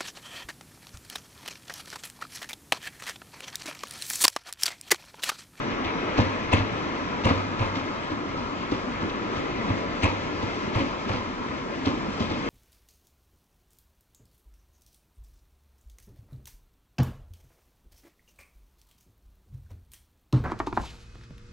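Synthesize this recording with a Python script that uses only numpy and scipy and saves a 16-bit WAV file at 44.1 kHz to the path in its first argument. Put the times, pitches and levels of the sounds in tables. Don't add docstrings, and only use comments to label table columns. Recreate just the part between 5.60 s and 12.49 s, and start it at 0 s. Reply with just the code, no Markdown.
import sys
import numpy as np
from scipy import signal
from scipy.fft import rfft, irfft, next_fast_len
from scipy.io import wavfile
from scipy.ndimage import uniform_filter1d

SR = 44100
rng = np.random.default_rng(int(sys.argv[2]) if len(sys.argv) > 2 else 0)


def wav_record(signal):
    frames = np.transpose(np.atleast_2d(signal))
    bounded = np.clip(frames, -1, 1)
    quanta = np.round(bounded * 32767).astype(np.int16)
    wavfile.write(sys.argv[1], SR, quanta)


N = 303849



def amp(db):
    return 10 ** (np.asarray(db) / 20)


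def unit(x):
    return x / np.sqrt(np.mean(x ** 2) + 1e-20)


def read(points, hz):
    f, value = np.transpose(points)
    return np.interp(np.log(hz + 1), np.log(f + 1), value)


def add(mix, s, sound):
    part = mix[:, max(round(s * SR), 0):][:, :sound.shape[-1]]
    part += sound[..., :part.shape[1]]


def level(points):
    return amp(np.interp(np.arange(N) / SR, *np.transpose(points)))


# (pitch [Hz], width [Hz], lift [dB])
STEEL_RESONANCES = [(530, 30, -2.5), (589, 25, 1.5), (1017, 61, 5), (1294, 99, 2.5), (1495, 77, -1.5),
                    (1685, 120, 4), (2098, 150, 4.5), (2506, 140, 3.5)]


def steel_db(hz, variety=0.):
    favour = 1 + variety * rng.standard_normal(len(STEEL_RESONANCES))
    lifts = 0
    for k, (f, width, db) in zip(favour, STEEL_RESONANCES):
        lifts = lifts + k * db * np.exp(-((hz - f) / width) ** 2)
    return lifts


# (frequency [Hz], likeness [1 = same])
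LEFT_RIGHT_LIKENESS = [(60, 0.8), (130, 1.23), (330, 0.64), (600, 0.57), (800, 1.42), (1300, 0.48),
                       (1600, 0.31), (2400, 0.76), (3100, 0), (3600, 0.58), (4400, .5), (5400, 0.35),
                       (6200, -0.4)]


def noise(spectrum, spread=1., variety=0., lift=1., size=N):
    hz = np.fft.rfftfreq(size, 1 / SR)
    a, b, c, d = rng.standard_normal((4, len(hz)))
    same = np.clip(1 - spread * (1 - read(LEFT_RIGHT_LIKENESS, hz)), 0, 1)
    left = a + 1j * b
    right = same * left + np.sqrt(1 - same ** 2) * (c + 1j * d)
    colour_db = read(spectrum, hz) + lift * steel_db(hz, variety)
    return unit(irfft(np.array([left, right]) * amp(colour_db), size))


def uneven(x, patch_db, flutter_db, size=10, count=2):
    z = signal.stft(x, nperseg=2048, noverlap=1536)[2]
    patches = rng.standard_normal(z.shape[1:])
    patches = uniform_filter1d(patches, size=count, axis=1)
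    patches = unit(uniform_filter1d(patches, size=size, axis=0))
    flutter = unit(uniform_filter1d(rng.standard_normal(z.shape[2]), size=6))
    z = z * amp(patch_db * patches + flutter_db * flutter)
    return unit(signal.istft(z, nperseg=2048, noverlap=1536)[1][:, :N])


def swell(t, peak_s):
    return (t / peak_s * np.exp(1 - t / peak_s)) ** 2


def strike(t, rise_s, decay_s):
    envelope = (1 - np.exp(-(t / rise_s) ** 2)) * np.exp(-t / max(decay_s, .003))
    return envelope / envelope.max()


def chatter(t, depth_db=5, size=130):
    jolts = np.tanh(unit(uniform_filter1d(rng.standard_normal(len(t)), size=size)))
    return unit(amp(depth_db * jolts))


# (time [s], level [dB])
BOGIE_NEARNESS = [(0.0, -34.5), (0.3, -35), (0.5, -33), (0.77, -34.5), (2.19, -35), (2.32, -35.5),
                  (2.9, -36), (4.11, -32.5), (5.37, -33.5), (5.74, -35.5), (6.89, -32.5)]


def passing(level_db, follows, fade_db_per_s=0.):
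    t = np.arange(N) / SR
    near_db = np.interp(t, *np.transpose(BOGIE_NEARNESS))
    return amp(level_db + follows * (near_db - near_db.mean()) - fade_db_per_s * (t - t.mean()))


# (frequency [Hz], level per Hz [dB])
GROUND_COLOUR = [(12, -13.5), (25, -4), (38, 4.5), (62, 2.5), (105, 4.5), (140, 1), (200, -16),
                 (500, -72.5)]


def ground():
    shaking = uneven(noise(GROUND_COLOUR, spread=1.2), patch_db=1.0, flutter_db=1.1, size=2, count=10)
    return shaking * passing(-43.5, follows=0.46)


# (frequency [Hz], level per Hz [dB])
RUMBLE_COLOUR = [(70, -18.5), (160, -3.5), (200, -1), (270, 3), (340, -0.1), (420, -3.5), (520, -3.5),
                 (700, -12), (1100, -13), (3000, -83.5)]


def rumble():
    bodies = uneven(noise(RUMBLE_COLOUR), patch_db=1.7, flutter_db=0.5, size=3, count=7)
    return bodies * passing(-32.5, follows=1.12, fade_db_per_s=0.37)


# (frequency [Hz], level per Hz [dB])
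RAIL_COLOUR = [(200, -20.5), (500, -1.5), (750, -5.5), (1100, -1), (1350, -0.5), (1600, -9), (2500, -29.5),
               (6000, -75)]


def rails():
    roar = uneven(noise(RAIL_COLOUR), patch_db=1.43, flutter_db=-0.74, size=3, count=7)
    return roar * passing(-35.5, follows=0.34, fade_db_per_s=0.5)


# (frequency [Hz], level per Hz [dB])
WHEEL_COLOUR = [(900, -20), (1350, -7.5), (1650, 2.5), (2200, 0.5), (2750, -2), (3300, -5), (4000, -9),
                (6000, -27), (10000, -66.5)]
# (time [s], level [dB])
WHEEL_LOUDNESS = [(0, -38), (.3, -38.5), (.55, -35.5), (.8, -37), (1.5, -39), (2.5, -41.5), (3.3, -41),
                  (4.1, -39), (4.9, -39.5), (5.4, -39.5), (5.8, -43.5), (6.89, -39.5)]


def wheels():
    ring = uneven(noise(WHEEL_COLOUR), patch_db=1.54, flutter_db=0.78, size=3, count=9)
    return ring * level(WHEEL_LOUDNESS)


# (frequency [Hz], level per Hz [dB])
HISS_COLOUR = [(1500, -18.5), (3000, 5.5), (4000, 1.5), (5000, 2), (5900, -1.5), (7000, -8.5),
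               (8000, -15.5), (8900, -22.5), (9500, -57.5)]


def hiss():
    contact = uneven(noise(HISS_COLOUR, spread=0.72), patch_db=3.0, flutter_db=1.0, size=2, count=10)
    return contact * passing(-48.5, follows=0.98, fade_db_per_s=-0.06)


# (frequency [Hz], level per Hz [dB])
FLANGE_COLOUR = [(4000, -45.5), (5400, -4), (5850, 3), (6300, -10.5), (8000, -48)]
# (time [s], level [dB])
FLANGE_LOUDNESS = [(0, -60), (1.4, -60.5), (2.3, -72.5), (6.89, -75)]


def flange():
    return noise(FLANGE_COLOUR) * level(FLANGE_LOUDNESS)


def rolling():
    return ground() + rumble() + rails() + wheels() + hiss() + flange()


# (time [s], level [dB], average pitch [Hz], decay [s])
BODY_SHUDDERS = [(0.625, -30, 94.4, 0.05), (0.974, -30, 106.3, 0.072), (1.735, -27, 99.4, 0.081),
                 (2.041, -33.5, 95, .12), (4.475, -28, 101, 0.058), (5.21, -34.5, 102.7, 0.029),
                 (5.55, -35.5, 92, 0.098)]


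def shudders(rise_s=0.023, waver=0.042, size=24000):
    out, t = np.zeros((2, N)), np.arange(size) / SR
    for s, db, hz, decay_s in BODY_SHUDDERS:
        drift = unit(uniform_filter1d(rng.standard_normal(size), size=1200))
        turns = np.cumsum(hz * (1 + waver * drift)) / SR
        add(out, s, amp(db) * np.sin(2 * np.pi * turns) * strike(t, rise_s, decay_s))
    return out


def underframe(x, echo_db=-9.5, decay_s=0.048, size=20000):
    t = np.arange(size) / SR
    hits = rng.standard_normal((2, size))
    kept = rng.random((2, size)) < 2000 / SR
    taps = hits * kept * strike(t, 0.012, decay_s)
    tail = signal.fftconvolve(x, taps / np.linalg.norm(taps[0]), axes=1)[:, :N]
    dull = signal.butter(1, [150, 2500], "band", fs=SR, output="sos")
    return amp(echo_db) * signal.sosfilt(dull, tail)


# (frequency [Hz], level per Hz [dB])
KNOCK_COLOUR = [(60, -24), (170, -3.5), (240, 8.5), (290, 7), (400, -8.5), (530, -10), (700, -9.5),
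                (1400, -8.5), (5000, -74)]
# (frequency [Hz], level per Hz [dB])
CRACK_COLOUR = [(1200, -14.5), (2000, 2), (3100, 11.5), (4000, 9), (5500, 3.5), (7000, -9), (8500, -18.5),
                (10000, -70)]


def rattles(per_s=12.0, knock_db=-42.5, chink_db=-55.5, size=4096):
    t = np.arange(size) / SR
    chance, strength = rng.random((2, N))
    jolts = (chance < per_s / SR) * amp(-9. * strength)
    envelope = signal.oaconvolve(jolts, strike(t, 0.005, 0.031))[:N]
    knocks = amp(knock_db) * noise(KNOCK_COLOUR, spread=0.65)
    chinks = amp(chink_db) * noise(CRACK_COLOUR, spread=.6)
    return envelope * (knocks + chinks)


# (time [s], level [dB], pitch [Hz], length [s])
FLANGE_SCRAPES = [(0.24, -37, 2400, 0.074), (2.008, -38, 2540, 0.048), (5.175, -41, 2300, 0.046)]
# (multiple of the pitch [1], level per Hz [dB])
SCRAPE_COLOUR = [(.6, -41), (.9, -5), (1, 1.5), (1.12, -14), (1.65, -15), (2.6, -62)]


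def scrapes():
    out, t = np.zeros((2, N)), np.arange(8192) / SR
    for s, db, hz, length_s in FLANGE_SCRAPES:
        arch = np.sqrt(abs(np.sin(np.pi * np.minimum(t / length_s, 1))))
        band = [(hz * multiple, lift) for multiple, lift in SCRAPE_COLOUR]
        rasp = noise(band, spread=0.35, lift=0, size=len(t))
        add(out, s, amp(db) * rasp * arch * chatter(t))
    return out


# (time [s], level [dB], pitch [Hz], decay [s])
LOOSE_LINKS = [(0.242, -39, 3600, .03), (0.933, -33.5, 3960, .014), (0.957, -33.5, 3700, .014),
               (0.975, -32.5, 2300, .012), (0.985, -36.5, 3700, .018), (1.652, -37, 2660, .01),
               (1.668, -36, 2400, 0.012), (1.688, -36, 3560, .014), (1.718, -38, 2500, .012),
               (3.495, -40.5, 3880, .012), (4.432, -24, 2950, .008), (4.474, -34.5, 2400, .022),
               (5.184, -38, 2600, .008), (5.205, -33, 2900, 0.0085), (5.532, -43, 2600, 0.011),
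               (6.261, -40, 3600, 0.01), (6.606, -39, 3320, 0.012), (6.621, -43, 4600, .014),
               (6.655, -46, 4200, .014), (6.71, -40, 4000, .008), (6.735, -42, 3700, .014),
               (6.773, -51, 4200, .01)]
# (multiple of the pitch [1], level per Hz [dB])
LINK_COLOUR = [(.35, -27.5), (.6, -3), (1, 3), (1.25, -7.5), (1.55, -13), (2.1, -31.5), (3, -60)]


def links(rise_s=0.0016, size=6000):
    out, t = np.zeros((2, N)), np.arange(size) / SR
    for s, db, hz, decay_s in LOOSE_LINKS:
        band = [(hz * multiple, lift) for multiple, lift in LINK_COLOUR]
        ring = noise(band, spread=0.37, lift=0, size=size)
        add(out, s, amp(db) * ring * strike(t, rise_s, decay_s) * chatter(t))
    return out


# (time [s], level [dB], pitch [Hz])
STOP_KNOCKS = [(0.427, -24.5, 407), (0.599, -25, 225), (0.933, -17, 231.5), (0.984, -28, 292),
               (1.655, -24, 220), (1.684, -28, 498), (1.707, -15, 279), (2.02, -30.5, 230),
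               (3.119, -16.5, 296), (3.238, -27.5, 213), (3.425, -25.5, 223), (3.623, -26, 252),
               (4.085, -26.5, 327), (4.436, -24.5, 212), (5.18, -29.5, 324), (5.2, -22.5, 271),
               (5.24, -23.5, 268), (5.533, -23, 286), (6.268, -23, 417), (6.479, -24, 205),
               (6.603, -21.5, 228), (6.709, -21.5, 307), (6.86, -25.5, 327)]


def frames(rise_s=0.0035, ring_cycles=2.3, overtone=1.72, overtone_db=-9, clatter_db=-10, size=6000):
    out, t = np.zeros((2, N)), np.arange(size) / SR
    for s, db, hz in STOP_KNOCKS:
        tone = np.sin(2 * np.pi * hz * t)
        tone = tone + amp(overtone_db) * np.sin(2 * np.pi * (overtone * hz * t + rng.random()))
        clatter = amp(clatter_db) * noise(KNOCK_COLOUR, spread=0.68, size=size)
        add(out, s, amp(db) * (tone + clatter) * strike(t, rise_s, ring_cycles / hz))
    return out


def thump(t, track_hz=104.2, peak_s=0.013):
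    return -swell(t, peak_s) * np.sin(2 * np.pi * track_hz * rng.uniform(0.87, 1.05) * t)


def knock(t, frame_hz=296.0, peak_s=0.0096, clatter_db=-1.5):
    tone = swell(t, peak_s) * np.sin(2 * np.pi * frame_hz * rng.uniform(0.92, 1.095) * t)
    clatter = noise(KNOCK_COLOUR, spread=0.33, size=len(t)) * strike(t, 0.0033, 0.037)
    return tone + amp(clatter_db) * clatter


# (pitch [Hz], level [dB], decay [s])
WHEELSET_TONES = [(488, -10, 0.064), (535, 3.5, 0.045), (886, -2.5, 0.11), (955, -8.5, 0.21),
                  (1255, -5, 0.22), (1676, -11.5, .07), (2083, -9.5, 0.14), (2460, -7, 0.07),
                  (2750, -7.5, 0.046), (3540, -22.5, 0.055)]


def wheelset(t, clank_db, clink_db, scatter_db=1.0):
    ring = np.zeros(len(t))
    for hz, db, decay_s in WHEELSET_TONES:
        detune, luck, turn = rng.standard_normal(3)
        drive_db = clank_db if hz < 1500 else clink_db
        tone = np.sin(2 * np.pi * (hz * (1 + 0.01393 * detune) * t + turn))
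        ring += amp(drive_db + db + scatter_db * luck) * strike(t, 0.013, decay_s) * tone
    return ring


# (frequency [Hz], level per Hz [dB])
SNAP_COLOUR = [(1500, -19), (2700, 8), (3200, 3), (4100, -13), (4900, -22), (6200, -8.5), (7200, -13),
               (8800, -13.5), (10000, -31.5)]


def snap(t, clink_db, onset_db=-32.0, full_db=-28, decay_s=0.012):
    hardness = np.clip((clink_db - onset_db) / 6, 0, 1)
    burst = noise(SNAP_COLOUR, spread=0.24, size=len(t)) * strike(t, 0.0042, decay_s)
    return hardness * amp(full_db) * burst


# (frequency [Hz], level per Hz [dB])
CLANK_COLOUR = [(150, 4.5), (400, -2.5), (560, 2.5), (700, -2), (880, 2.5), (1050, 0.5), (1350, -3),
                (1700, -8), (4000, -63)]
# (frequency [Hz], level per Hz [dB])
CLINK_COLOUR = [(900, -4.5), (1550, -4), (2000, 2), (2350, 2), (2900, -1), (3400, -10), (4000, -15.5),
                (5000, -27), (10000, -49)]


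def blow(s, force_db, give_db, wheel_db, decay_s, bogie_db, ring_db, sharp_db, size=16000):
    out, t = np.zeros((2, N)), np.arange(size) / SR
    thump_db, clink_db = force_db + give_db, force_db + wheel_db
    clank_db = force_db - 7.5 + 0.69 * give_db
    crack_db = force_db + sharp_db - 0.22 * give_db
    variety = 0.3
    clank = amp(clank_db) * noise(CLANK_COLOUR, spread=0.51, variety=variety, size=size)
    clink = noise(CLINK_COLOUR, spread=0.48, variety=variety, lift=0.6, size=size)
    clink = amp(clink_db - 4.0) * clink
    crack = amp(crack_db) * noise(CRACK_COLOUR, spread=0.54, size=size)
    steel = (clank + clink) * strike(t, 0.0024, decay_s) + crack * strike(t, 0.0056, 1.66 * decay_s)
    hit = (steel + snap(t, clink_db)) * chatter(t)
    add(out, s, hit + amp(ring_db) * wheelset(t, clank_db, clink_db))
    add(out, s + 0.00249, amp(thump_db) * thump(t) + amp(force_db + bogie_db) * knock(t))
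    approach = (clank + clink + 3.9 * crack) * strike(t, 0.0073, 0.0046)
    approach = approach[:, size // 2::-1]
    add(out, s + .006 - t[size // 2], amp(-6.5) * approach)
    return out


# (time [s], force [dB], give [dB], clink [dB], steel decay [s], knock [dB], ring [dB])
WHEEL_DROPS = [(0.25, -32, 3.5, -2, 0.035, -5, -15), (0.582, -16, 1.5, -18.5, 0.032, -4, -11),
               (0.926, -18, 4, -4, 0.047, -7, -16), (1.649, -17.5, 0.5, -11.5, 0.065, -7, -4),
               (1.997, -23.5, 5.5, -9, 0.068, -8, -7.5), (2.159, -25, -9, -13, 0.028, -3, -5),
               (2.51, -31, -3.5, -9, 0.02, 2, -16), (2.777, -30.5, -3.5, -14, 0.027, -5, -19),
               (3.119, -25, -6.5, -13.5, 0.04, -13, -11), (3.416, -30, 1.5, -13, 0.029, -0.5, -18),
               (3.765, -27.5, -3, -24, 0.025, -7.5, -9), (4.096, -26.5, 8, -8, 0.021, -7.5, -21),
               (4.43, -18, 4, -5, 0.043, -6, -13.5), (4.828, -27.5, -0.5, -19, 0.034, -7.5, -15),
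               (5.151, -23, 5, -7.5, 0.056, -11, -9), (5.492, -24, 2.5, -7.5, 0.07, -8.5, -9),
               (6.261, -19.5, -4, -13, 0.031, -3.5, -10), (6.605, -22.5, -4, -20, 0.033, -13.5, -11),
               (6.705, -26, -3, -17, .025, -5, -12)]
# (time [s], force [dB], give [dB])
BOGIE_REBOUNDS = [(0.654, -28, -1), (0.997, -29.5, 5), (1.7, -22, 4), (4.493, -33.5, 3.5),
                  (5.195, -22.5, -6), (5.535, -24.5, -6)]


def joints():
    drops = sum(blow(*row, sharp_db=-19) for row in WHEEL_DROPS)
    rebounds = sum(blow(*row, wheel_db=-11.5, decay_s=0.03, bogie_db=-5.5, ring_db=-10.5, sharp_db=-21.5)
                   for row in BOGIE_REBOUNDS)
    return drops + rebounds


# (frequency [Hz], phase lead [radians])
LEFT_LEAD = [(100, 0.36), (190, 0.94), (280, 0.67), (430, 1.04), (1100, 1.69), (1550, 2.88), (2000, 5.1),
             (2500, 7.2), (3200, 8.17), (4100, 8.18), (5500, 9.5), (8000, 16)]
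# (frequency [Hz], level difference [dB])
LEFT_BALANCE = [(60, -2.5), (130, -1.5), (250, 1), (420, 1), (600, 3), (1000, 2.5), (1500, 1.5), (2200, 4),
                (3500, 3), (5700, 0.5), (7000, 8.5), (9000, 1)]


def place_left(train):
    size = next_fast_len(N + 4096)
    hz = np.fft.rfftfreq(size, 1 / SR)
    lead = read(LEFT_LEAD, hz) * np.minimum(hz / 120, 1)
    left = amp(read(LEFT_BALANCE, hz) / 2) * np.exp(.5j * lead)
    return irfft(rfft(train, size) * np.array([left, 1 / left]), size)[:, :N]


def scene():
    blows = joints() + frames() + links() + scrapes() + rattles()
    train = rolling() + shudders() + blows + underframe(blows)
    return place_left(train)


def record(dry):
    lowpass = signal.firwin(511, 9950, window=("kaiser", 9), fs=SR)
    return signal.oaconvolve(dry, lowpass[None], "same")


dry = scene()
out = record(dry)
wav_record(out)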